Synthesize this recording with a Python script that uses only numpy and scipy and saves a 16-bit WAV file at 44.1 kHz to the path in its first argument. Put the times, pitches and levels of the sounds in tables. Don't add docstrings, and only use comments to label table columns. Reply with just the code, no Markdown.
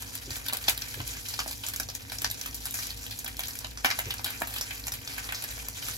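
import sys
import numpy as np
from scipy import signal
from scipy.fft import rfft, irfft, next_fast_len
from scipy.io import wavfile

SR = 44100
rng = np.random.default_rng(int(sys.argv[2]) if len(sys.argv) > 2 else 0)


def unload_wav(signal):
    wavfile.write(
        sys.argv[1],
        SR,
        np.round(np.clip(np.atleast_2d(signal).T, -1, 1) * 32767).astype(np.int16),
    )


N = 263277


def amp(db):
    return 10 ** (np.asarray(db) / 20)


def rms_one(x):
    return x / np.sqrt(np.mean(x ** 2) + 1e-20)


def in_time(rows):
    row_s, *columns = np.transpose(rows)
    return [np.interp(np.arange(N) / SR, row_s, column) for column in columns]


def at_hz(points, hz):
    curve_hz, values = np.transpose(points)
    return np.interp(np.log(hz), np.log(curve_hz), values)


def butter(x, hz, kind, order=2):
    return signal.sosfilt(signal.butter(order, hz, kind, fs=SR, output="sos"), x)


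def resonance(x, hz, width_hz):
    r = np.exp(-np.pi * width_hz / SR)
    top = np.array([1, 0, -1]) * (1 - r * r) / 2
    bottom = [1, -2 * r * np.cos(2 * np.pi * hz / SR), r * r]
    return signal.lfilter(top, bottom, x)


def drift(rate_hz):
    r = np.exp(-80 * np.pi * rate_hz / SR)
    noise = rng.standard_normal(N // 40 + 2002)
    slow = signal.lfilter([1], [1, -2 * r, r * r], noise)[2000:]
    return np.interp(np.arange(N) / 40, np.arange(len(slow)), rms_one(slow))


def spiky(shape, spread_db):
    boost_db = spread_db * np.minimum(rng.exponential(1, shape), 5)
    return rms_one(rng.standard_normal(shape) * amp(boost_db))


def delay(ms, size):
    return np.exp(-2j * np.pi * np.arange(size // 2 + 1) / size * ms * SR / 1000)


# pitch_hz, level_db (rms, before a small drift)
MOTOR_TONES = [(47.1, -66), (53.01, -52.8), (55.66, -54.3), (99.6, -63), (106.05, -54), (236.9, -64),
               (473.7, -68), (947.4, -72)]
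IN_STEP_S = 2.97


def hum():
    t = np.arange(N) / SR - IN_STEP_S
    out = 0
    for hz, db in MOTOR_TONES:
        level = np.sqrt(2) * amp(db + .7 * drift(1.5))
        out = out + level * np.cos(2 * np.pi * hz * t)
    return out


# pitch_hz, relative_level_db (per Hz)
AIR_TONE = [(18, -33), (30, -4), (59, 3.5), (108, 8), (126, 0), (183, -5.5), (257, -5.5), (347, -13),
            (468, -5.5), (517, -26), (631, -14), (717, -10.5), (900, -12), (1170, -49), (1980, -120)]
# pitch_hz, likeness (no unit, 1 is identical)
AIR_LIKENESS = [(60, 0.98), (130, 0.72), (290, 0.32), (640, 0.021)]
AIR_DB = -51


def air():
    white, out = rng.standard_normal((2, 2, N)), 0
    edges = 32 * 2 ** np.arange(0, 5, 1 / 3)
    for k, (low, high) in enumerate(zip(edges, edges[1:])):
        mid, side = butter(white[k % 2], [low, high], "band")
        hz = np.sqrt(low * high)
        alike = np.clip(at_hz(AIR_LIKENESS, hz), -1, 1)
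        stereo = np.sqrt(1 + alike) * mid + np.sqrt(1 - alike) * side * [[1], [-1]]
        out = out + amp(at_hz(AIR_TONE, hz)) * stereo
    return amp(AIR_DB) * rms_one(out)


DUCT_HZ, DUCT_WIDTH_HZ, DUCT_DB = 270.7, 36, -57


def duct():
    noise = rng.standard_normal((2, N))
    once = resonance(noise, DUCT_HZ, DUCT_WIDTH_HZ)
    return amp(DUCT_DB) * rms_one(resonance(once, DUCT_HZ, DUCT_WIDTH_HZ))


# start_s, fizz_level_db, dull_boost_db (raises the fizz below 2500 Hz)
FRYING = [(0.0, -49, 4), (0.5, -51, 6), (0.7, -48, 7), (1.3, -49.5, 0), (1.95, -50.5, 3), (2.3, -49.5, 4.5),
          (2.77, -49, 0), (3.14, -51, 2.5), (3.79, -53, 6), (4.06, -47.5, 8.5), (4.4, -51, 7.5),
          (4.92, -49.5, 6.5), (5.44, -48.5, 7), (5.97, -45.5, 3)]
# pitch_hz, relative_level_db (per Hz)
FIZZ_TONE = [(300, -20), (600, -11), (1200, -8), (1900, -5), (2800, -4), (4500, 0), (7000, -1), (9000, -1),
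             (12000, -3), (15500, -3)]


def fizz():
    level_db, dull_db = in_time(FRYING)
    grains, out = spiky((2, 4, N), spread_db=6.5), 0
    sputter = drift(40.0)
    together = drift(7.0)
    edges = 350 * 2 ** np.arange(0, 5.6, .5)
    for k, (low, high) in enumerate(zip(edges, edges[1:])):
        hz = np.sqrt(low * high)
        flicker_db = 2.8 * together + 2.2 * drift(22.0) + 2.0 * sputter
        band_db = at_hz(FIZZ_TONE, hz) + flicker_db + dull_db * (hz < 2500)
        out = out + amp(band_db) * butter(grains[k % 2], [low, high], "band")
    return amp(level_db) * rms_one(out)


def fizz_db_at(start_s):
    return np.interp(start_s, *np.transpose(FRYING)[:2])


BREAK = 9
THUMP_DB = 5
SWELL_S, SWELL_DB = .005, -17


def bursts(rows, size):
    start_s, db, hz, dull_db, bright_db, t60, dull_hz = np.transpose(rows)[:, :, None]
    first = SR // 50
    t, out = (np.arange(size) - first) / SR, np.zeros((4, N + size))
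    after = np.maximum(t, 0)
    fade = amp(-60 * after / np.maximum(t60, .005))
    snap = amp(8 - 60 * after / .014)
    swell = amp(SWELL_DB) * np.exp(-np.abs(t) / SWELL_S)
    shape = np.minimum(after / 0.0024, 1) * (fade + snap) + swell
    spray = spiky((len(start_s), 2, size), spread_db=4.5) * shape[:, None]
    click_sign = rng.choice([-1, 1], (len(start_s), 1))
    spray[:, :, first + SR // 700] += BREAK * amp([THUMP_DB, 0]) * click_sign
    spray[:, 0] = butter(spray[:, 0], 3600, "low")
    knock = butter(spray[:, 0], [600, 3000], "band")
    knock += 0.9 * butter(spray[:, 0], [260, 600], "band")
    crack = butter(spray[:, 1], 6200, "high")
    for k in range(len(start_s)):
        note = resonance(spray[k, 1], hz[k, 0], 0.4 * hz[k, 0])
        knock[k] += 5.0 * resonance(spray[k, 0], dull_hz[k, 0], 1.1 * dull_hz[k, 0])
        burst = amp(db[k]) * note / np.abs(note).max()
        burst += amp(dull_db[k]) * knock[k] / knock[k, first:2 * first].std()
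        burst += amp(bright_db[k]) * crack[k] / crack[k, first:2 * first].std()
        at = round(start_s[k, 0] * SR)
        out[k % 4, at:at + size - first] += burst[first:]
        out[k % 4, max(at - first, 0):at] += burst[max(first - at, 0):first]
    return out[:, :N]


SPITS_PER_S, SPIT_OVER_FIZZ_DB = 120, 9.5


def spits():
    when, size, pitch, dull, bright, length = rng.random((round(SPITS_PER_S * N / SR), 6)).T
    start_s = when * N / SR
    db = fizz_db_at(start_s) + SPIT_OVER_FIZZ_DB - 3.5 * np.log(size + 0.06)
    dull_db, bright_db = db - 40 + 14 * dull, db - 30 + 14 * bright
    bubble_hz, knock_hz = 2000 * 3.6 ** pitch, 600 * 4.0 ** dull
    t60_s = 0.018 + 0.012 * length
    rows = [start_s, db, bubble_hz, dull_db, bright_db, t60_s, knock_hz]
    return bursts(np.transpose(rows), size=2200)


# start_s, bubble_peak_db, bubble_pitch_hz,
# knock_level_db, crack_level_db (both rms over 20 ms), t60_s (time to fade by 60 dB), knock_pitch_hz
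LISTED_POPS = [(0.0212, -39, 5430, -48, -37.5, 0.055, 1430), (0.1513, -30, 4620, -49, -33.5, 0.051, 802),
               (0.3044, -24.5, 4740, -48, -41, 0.04, 746), (0.3559, -21.5, 3980, -69, -49, 0.074, 711),
               (0.3654, -48, 6000, -50, -37.5, 0.052, 756), (0.4619, -23, 4630, -46, -37, 0.089, 1580),
               (0.4828, -14.5, 3970, -46, -29.5, 0.075, 1730), (0.495, -42, 4400, -39, -50, 0.078, 1680),
               (0.5251, -20, 3580, -40.5, -35, 0.14, 810), (0.5319, -24, 5000, -42, -27.5, 0.065, 1520),
               (0.5473, -30, 2520, -41, -49, 0.051, 1630), (0.5685, -23, 4800, -58, -31.5, 0.027, 1140),
               (0.6391, -24.5, 4000, -63, -51, 0.13, 1510), (0.67, -28, 4700, -65, -57, 0.1, 1900),
               (0.677, -25, 5500, -50, -50, 0.04, 1900), (0.681, -3.5, 3670, -35, -51, 0.072, 765),
               (0.6845, -13, 2560, -31, -26, 0.035, 1900), (0.6935, -34, 2390, -38, -23, 0.12, 1630),
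               (0.7757, -21, 4300, -49, -32, 0.04, 1170), (0.819, -18, 4650, -46, -40, 0.029, 1640),
               (0.8825, -45, 6680, -65, -48, 0.021, 1780), (0.9403, -26, 3640, -45, -40, 0.081, 1630),
               (1.0014, -24, 2940, -40, -47, 0.076, 1000), (1.0752, -30, 5600, -61, -35, 0.06, 1660),
               (1.1678, -37, 6410, -46.5, -55, 0.062, 2000), (1.26, -24.5, 4440, -73, -56, 0.043, 501),
               (1.285, -21, 6800, -51, -36, 0.12, 1320), (1.3374, -19.5, 4440, -48, -38.5, 0.065, 1180),
               (1.39, -15.5, 4840, -34, -64, 0.12, 1830), (1.4009, -36, 4720, -39, -35.5, 0.034, 1570),
               (1.4605, -50, 4860, -44.5, -69, 0.045, 680), (1.4768, -29, 5770, -54, -36, 0.037, 904),
               (1.5098, -25, 4400, -46, -34.5, 0.13, 1580), (1.6361, -22.5, 3230, -45, -41, 0.13, 755),
               (1.6848, -46, 6590, -47, -30.5, 0.11, 1580), (1.7353, -22.5, 4500, -44.5, -34, 0.071, 1680),
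               (1.7606, -53, 6430, -47.5, -32, 0.057, 1900), (1.7978, -23, 6030, -37, -29, 0.089, 1100),
               (1.8866, -23.5, 4900, -48.5, -44, 0.13, 802), (1.9495, -23, 6800, -50.5, -34, 0.086, 1500),
               (2.0052, -30, 4060, -57, -53, 0.03, 1640), (2.1185, -23, 4420, -41.5, -36, 0.17, 1720),
               (2.2176, -47, 6660, -42, -32.5, 0.089, 1940), (2.2438, -9.5, 4800, -33, -34, 0.091, 1770),
               (2.3109, -20, 4020, -73, -30.5, 0.046, 1060), (2.4115, -20, 5850, -51.5, -37, 0.044, 1620),
               (2.4584, -31, 6000, -40, -35, 0.22, 2000), (2.5435, -32, 5530, -62, -33.5, 0.15, 1720),
               (2.6542, -25, 5000, -46, -33.5, 0.055, 1830), (2.6677, -25, 3650, -47.5, -38, 0.11, 1640),
               (2.708, -29, 3820, -61, -34.5, 0.064, 1570), (2.74, -25, 6450, -42, -31, 0.42, 1770),
               (2.7873, -29, 5400, -41, -56, 0.14, 1810), (2.83, -23.5, 4100, -58, -40, 0.29, 1810),
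               (2.9028, -21.5, 4270, -66, -41, 0.066, 743), (3.1082, -22, 4260, -59, -38, 0.17, 851),
               (3.1883, -57, 6140, -53, -33.5, 0.087, 1490), (3.2435, -54, 6930, -47.5, -35, 0.054, 744),
               (3.2613, -22.5, 3120, -44, -52, 0.11, 1660), (3.2772, -32, 3480, -42.5, -36.5, 0.063, 1590),
               (3.3915, -20, 3300, -39.5, -30.5, 0.12, 1670), (3.434, -21, 3820, -61, -36, 0.14, 1930),
               (3.4817, -34, 5660, -46, -34, 0.32, 1570), (3.5528, -69, 3030, -48, -40, 0.046, 1650),
               (3.5882, -32, 5600, -64, -35, 0.021, 657), (3.6439, -20.5, 3300, -42, -61, 0.049, 1020),
               (3.7728, -24, 5900, -45, -51, 0.18, 1580), (3.845, -16, 4820, -24.5, -29.5, 0.046, 1500),
               (3.849, -16.5, 2520, -29, -53, 0.12, 1590), (3.8555, -17, 5650, -34, -29, 0.096, 1660),
               (3.868, -29, 2500, -34, -45, 0.11, 1500), (3.888, -40, 2400, -40, -43, 0.17, 1490),
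               (3.9015, -17, 4760, -34, -37, 0.17, 1640), (3.91, -13, 4650, -30.5, -46, 0.11, 1630),
               (3.9877, -21, 2740, -32, -28, 0.11, 1820), (4.0547, -24, 5700, -49, -48, 0.021, 1560),
               (4.1047, -16, 3280, -41, -34, 0.092, 1650), (4.1385, -30, 2400, -46, -36, 0.044, 1050),
               (4.1815, -25.5, 5200, -60, -53, 0.07, 856), (4.1934, -31, 4090, -44.5, -55, 0.033, 786),
               (4.2431, -15, 4360, -44.5, -27, 0.089, 791), (4.2594, -20, 3570, -38.5, -34, 0.27, 1520),
               (4.303, -32, 4760, -43.5, -35, 0.071, 1500), (4.402, -43, 6000, -63, -39, 0.066, 800),
               (4.4105, -49, 2300, -45, -44, 0.046, 800), (4.4175, -19.5, 1750, -32, -33.5, 0.063, 900),
               (4.471, -28.5, 4170, -46, -33.5, 0.39, 807), (4.538, -25.5, 4300, -48, -35, 0.3, 1600),
               (4.561, -20.5, 3270, -47, -35, 0.12, 900), (4.582, -20, 4620, -64, -36, 0.08, 1920),
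               (4.6096, -17.5, 5930, -40.5, -32.5, 0.14, 1570), (4.7067, -21, 2700, -48, -44, 0.074, 1600),
               (4.8675, -35, 5460, -43.5, -32, 0.12, 1610), (4.8796, -20, 6600, -41.5, -54, 0.041, 1970),
               (4.919, -24, 5850, -44, -33, 0.1, 1560), (4.9368, -26, 4330, -47, -34, 0.15, 1640),
               (5.0743, -20.5, 4200, -50, -43, 0.039, 1600), (5.1799, -50, 2360, -37, -37.5, 0.12, 1620),
               (5.289, -26, 2430, -40, -59, 0.15, 1610), (5.3217, -25, 2560, -35.5, -36, 0.098, 1710),
               (5.3454, -21, 4700, -50, -40, 0.3, 802), (5.4216, -29, 4400, -48, -37, 0.043, 1630),
               (5.439, -28, 4890, -42.5, -33.5, 0.075, 1580), (5.5772, -45, 5900, -47, -46, 0.087, 1560),
               (5.6842, -28, 4760, -48.5, -33, 0.023, 750), (5.8236, -24, 3550, -49, -45, 0.077, 1590),
               (5.8839, -54, 4900, -39, -36, 0.079, 1580)]


def pops():
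    return bursts(LISTED_POPS, size=6000)


# start_s, bubble_peak_db, bubble_pitch_hz
LISTED_CRACKLES = [(0.1052, -36, 4120), (0.175, -29, 5020), (0.3144, -29, 2940), (0.4419, -33, 6510),
                   (1.1364, -29.5, 5100), (1.2664, -36, 4470), (1.528, -27, 4390), (1.5534, -31, 5000),
                   (1.5784, -32, 6920), (1.6636, -21, 7360), (1.831, -24, 5900), (1.8984, -23, 4830),
                   (2.0971, -25.5, 3960), (2.1834, -21.5, 6000), (2.2997, -20, 6130), (2.4404, -41, 6100),
                   (2.5584, -44, 6440), (2.6034, -32, 5790), (2.6369, -35, 6070), (2.8679, -24, 5990),
                   (2.9124, -28, 4180), (3.0315, -47, 4800), (3.0634, -25.5, 2900), (3.0974, -47, 4500),
                   (3.3672, -27, 5040), (3.4044, -25, 6100), (3.456, -30, 7220), (3.47, -23.5, 6460),
                   (3.507, -29, 4700), (3.5324, -28, 6400), (3.6674, -29, 6790), (3.7224, -46, 6460),
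                   (3.9974, -20, 2670), (4.7566, -33, 6730), (4.8379, -26, 4510), (5.1934, -34, 2850),
                   (5.5089, -25, 3740), (5.6151, -38, 5880), (5.9095, -25, 6770)]
CRACKLES_PER_S, CRACKLE_DB, CRACKLE_SPREAD_DB = 16, 14, 13
CRACKLE_T60_S = .035
CRACKLE_KNOCK_DB, CRACKLE_CRACK_DB = -34.5, -19


def crackles():
    when, size, pitch = rng.random((round(CRACKLES_PER_S * N / SR), 3)).T
    random_s = when * N / SR
    random_db = fizz_db_at(random_s) + CRACKLE_DB + CRACKLE_SPREAD_DB * (size - .5)
    random_rows = zip(random_s, random_db, 3000 * 2.4 ** pitch)
    start_s, db, hz = np.transpose([*LISTED_CRACKLES, *random_rows])
    dull, bright = rng.random((len(start_s), 2)).T
    knock_db = db + CRACKLE_SPREAD_DB * (dull - .5) + CRACKLE_KNOCK_DB
    crack_db = db + CRACKLE_SPREAD_DB * (bright - .5) + CRACKLE_CRACK_DB
    t60_s = np.full_like(start_s, CRACKLE_T60_S)
    rows = [start_s, db, hz, knock_db, crack_db, t60_s, 600 * 2.9 ** dull]
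    return bursts(np.transpose(rows), size=3000)


# pitch_hz, width_hz, level_db (gain)
PAN_NOTES = [(697, 174, -6.5), (1622, 8, 2), (2412, 73, -8.5), (4650, 130, -36.5)]


def pan(x):
    return x + sum(amp(db) * resonance(x, hz, width_hz) for hz, width_hz, db in PAN_NOTES)


# start_s, peak_db, t60_s (time to fade by 60 dB), paper_over_board_db
HAND_PATS = [(0.269, -37.5, 0.15, 1), (0.301, -35, 0.25, -19), (0.957, -35.5, 0.3, -4),
             (0.99, -31.5, 0.33, -13), (2.209, -39, 0.24, -8), (2.259, -44, 0.13, -16),
             (4.055, -33, 0.22, -5), (5.899, -39, 0.045, -12)]
BOARD_HZ, BOARD_RING = 101.4, 0.81


def pats():
    t, out = np.arange(12000) / SR, np.zeros(N + 12000)
    noises = rng.standard_normal((len(HAND_PATS), 12000))
    for (start_s, db, t60, paper_db), noise in zip(HAND_PATS, noises):
        board = rms_one(resonance(resonance(noise, 113, 37), 87.5, 42))
        ring = BOARD_RING * np.sin(2 * np.pi * BOARD_HZ * t)
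        paper = rms_one(butter(noise, [250, 470], "band"))
        thud = board + ring + amp(paper_db) * paper
        thud = thud * amp(-60 * t / t60) * np.minimum(t / 0.016, 1)
        out[round(start_s * SR):][:12000] += amp(db) * thud / np.abs(thud).max()
    return out[:N]


# start_s, knock_peak_db, knock_pitch_hz, thud_over_knock_db
PAN_JOLTS = [(0.533, -28, 735, -14), (0.6825, -23.5, 705, -10.5), (1.0024, -34, 790, -9),
             (1.391, -28, 1000, -24), (1.4615, -26.5, 680, -18), (1.799, -27, 990, -19),
             (2.245, -23, 910, -23), (3.8465, -17, 770, -16), (4.195, -32, 750, -11),
             (4.4185, -19, 720, -13.5)]
JOLT_CYCLES, THUD_HZ, THUD_WIDTH_HZ = 2.6, 260, 190


def jolts():
    click, out = np.eye(1, 2000)[0], np.zeros((4, N + 2000))
    thud = resonance(resonance(click, THUD_HZ, THUD_WIDTH_HZ), THUD_HZ, THUD_WIDTH_HZ)
    for start_s, db, hz, thud_db in PAN_JOLTS:
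        knock = resonance(resonance(click, hz, hz / JOLT_CYCLES), hz, 2 * hz)
        push = knock / np.abs(knock).max() + amp(thud_db) * thud / np.abs(thud).max()
        out[0, round(start_s * SR):][:2000] -= amp(db) * push
    return out[:, :N]


# wall_delay_ms (dull sound off the walls round the hob, left
# later; below zero, right later), direct_delay_ms (treble on the straight path, right later)
QUARTER_PATHS = [(.18, .162), (1.27, .17), (.22, .165), (-1.2, .168)]
ECHO_CUT_HZ = 7100
LEFT_DIP_HZ, LEFT_DIP_DB = 700, -2.5


def near_paths(quarters):
    size = next_fast_len(N + 2048)
    dull = rfft(butter(quarters, ECHO_CUT_HZ, "low", order=4), size)
    bright = rfft(butter(quarters, ECHO_CUT_HZ, "high", order=4), size)
    left, right = 0, 0
    for low, high, (wall, direct) in zip(dull, bright, QUARTER_PATHS):
        left = left + high + low * delay(max(wall, 0), size)
        right = right + low * delay(max(-wall, 0), size) + high * delay(direct, size)
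    left, right = irfft([left, right], size)[:, :N]
    dip = (amp(LEFT_DIP_DB) - 1) * resonance(left, LEFT_DIP_HZ, LEFT_DIP_HZ)
    return np.array([left + dip, right])


KITCHEN_T60_S, WALL_CUT_HZ, KITCHEN_DB = 0.12, 9000, -9


def kitchen(x):
    size = next_fast_len(N + SR)
    turn = 2 * np.pi * np.arange(size // 2 + 1) / size
    wall = 1 / (1 + 1j * turn * SR / (2 * np.pi * WALL_CUT_HZ))
    echoes = np.zeros((2, len(turn)), complex)
    for k, lag_s in enumerate(rng.uniform(0.0065, 0.03, 16)):
        loop = amp(-60 * lag_s / KITCHEN_T60_S) * wall * np.exp(-1j * turn * lag_s * SR)
        echoes[k % 2] += (-1) ** (k // 2) * loop / (1 - loop)
    return amp(KITCHEN_DB) * irfft(echoes * rfft(x, size), size)[:, :N]


def scene():
    frying = fizz() + pan(spits() + crackles() + pops()) + jolts()
    room = kitchen(frying.sum(axis=0))
    return near_paths(frying) + room + pats() + hum() + air() + duct()


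def record(dry):
    no_deep_bass = butter(dry, 35, "high", order=4)
    step = signal.cheby2(10, 16, 15950, fs=SR, output="sos")
    steep_cut = signal.cheby2(12, 50, 17150, fs=SR, output="sos")
    return signal.sosfilt(steep_cut, signal.sosfilt(step, no_deep_bass))


dry = scene()
out = record(dry)
unload_wav(out)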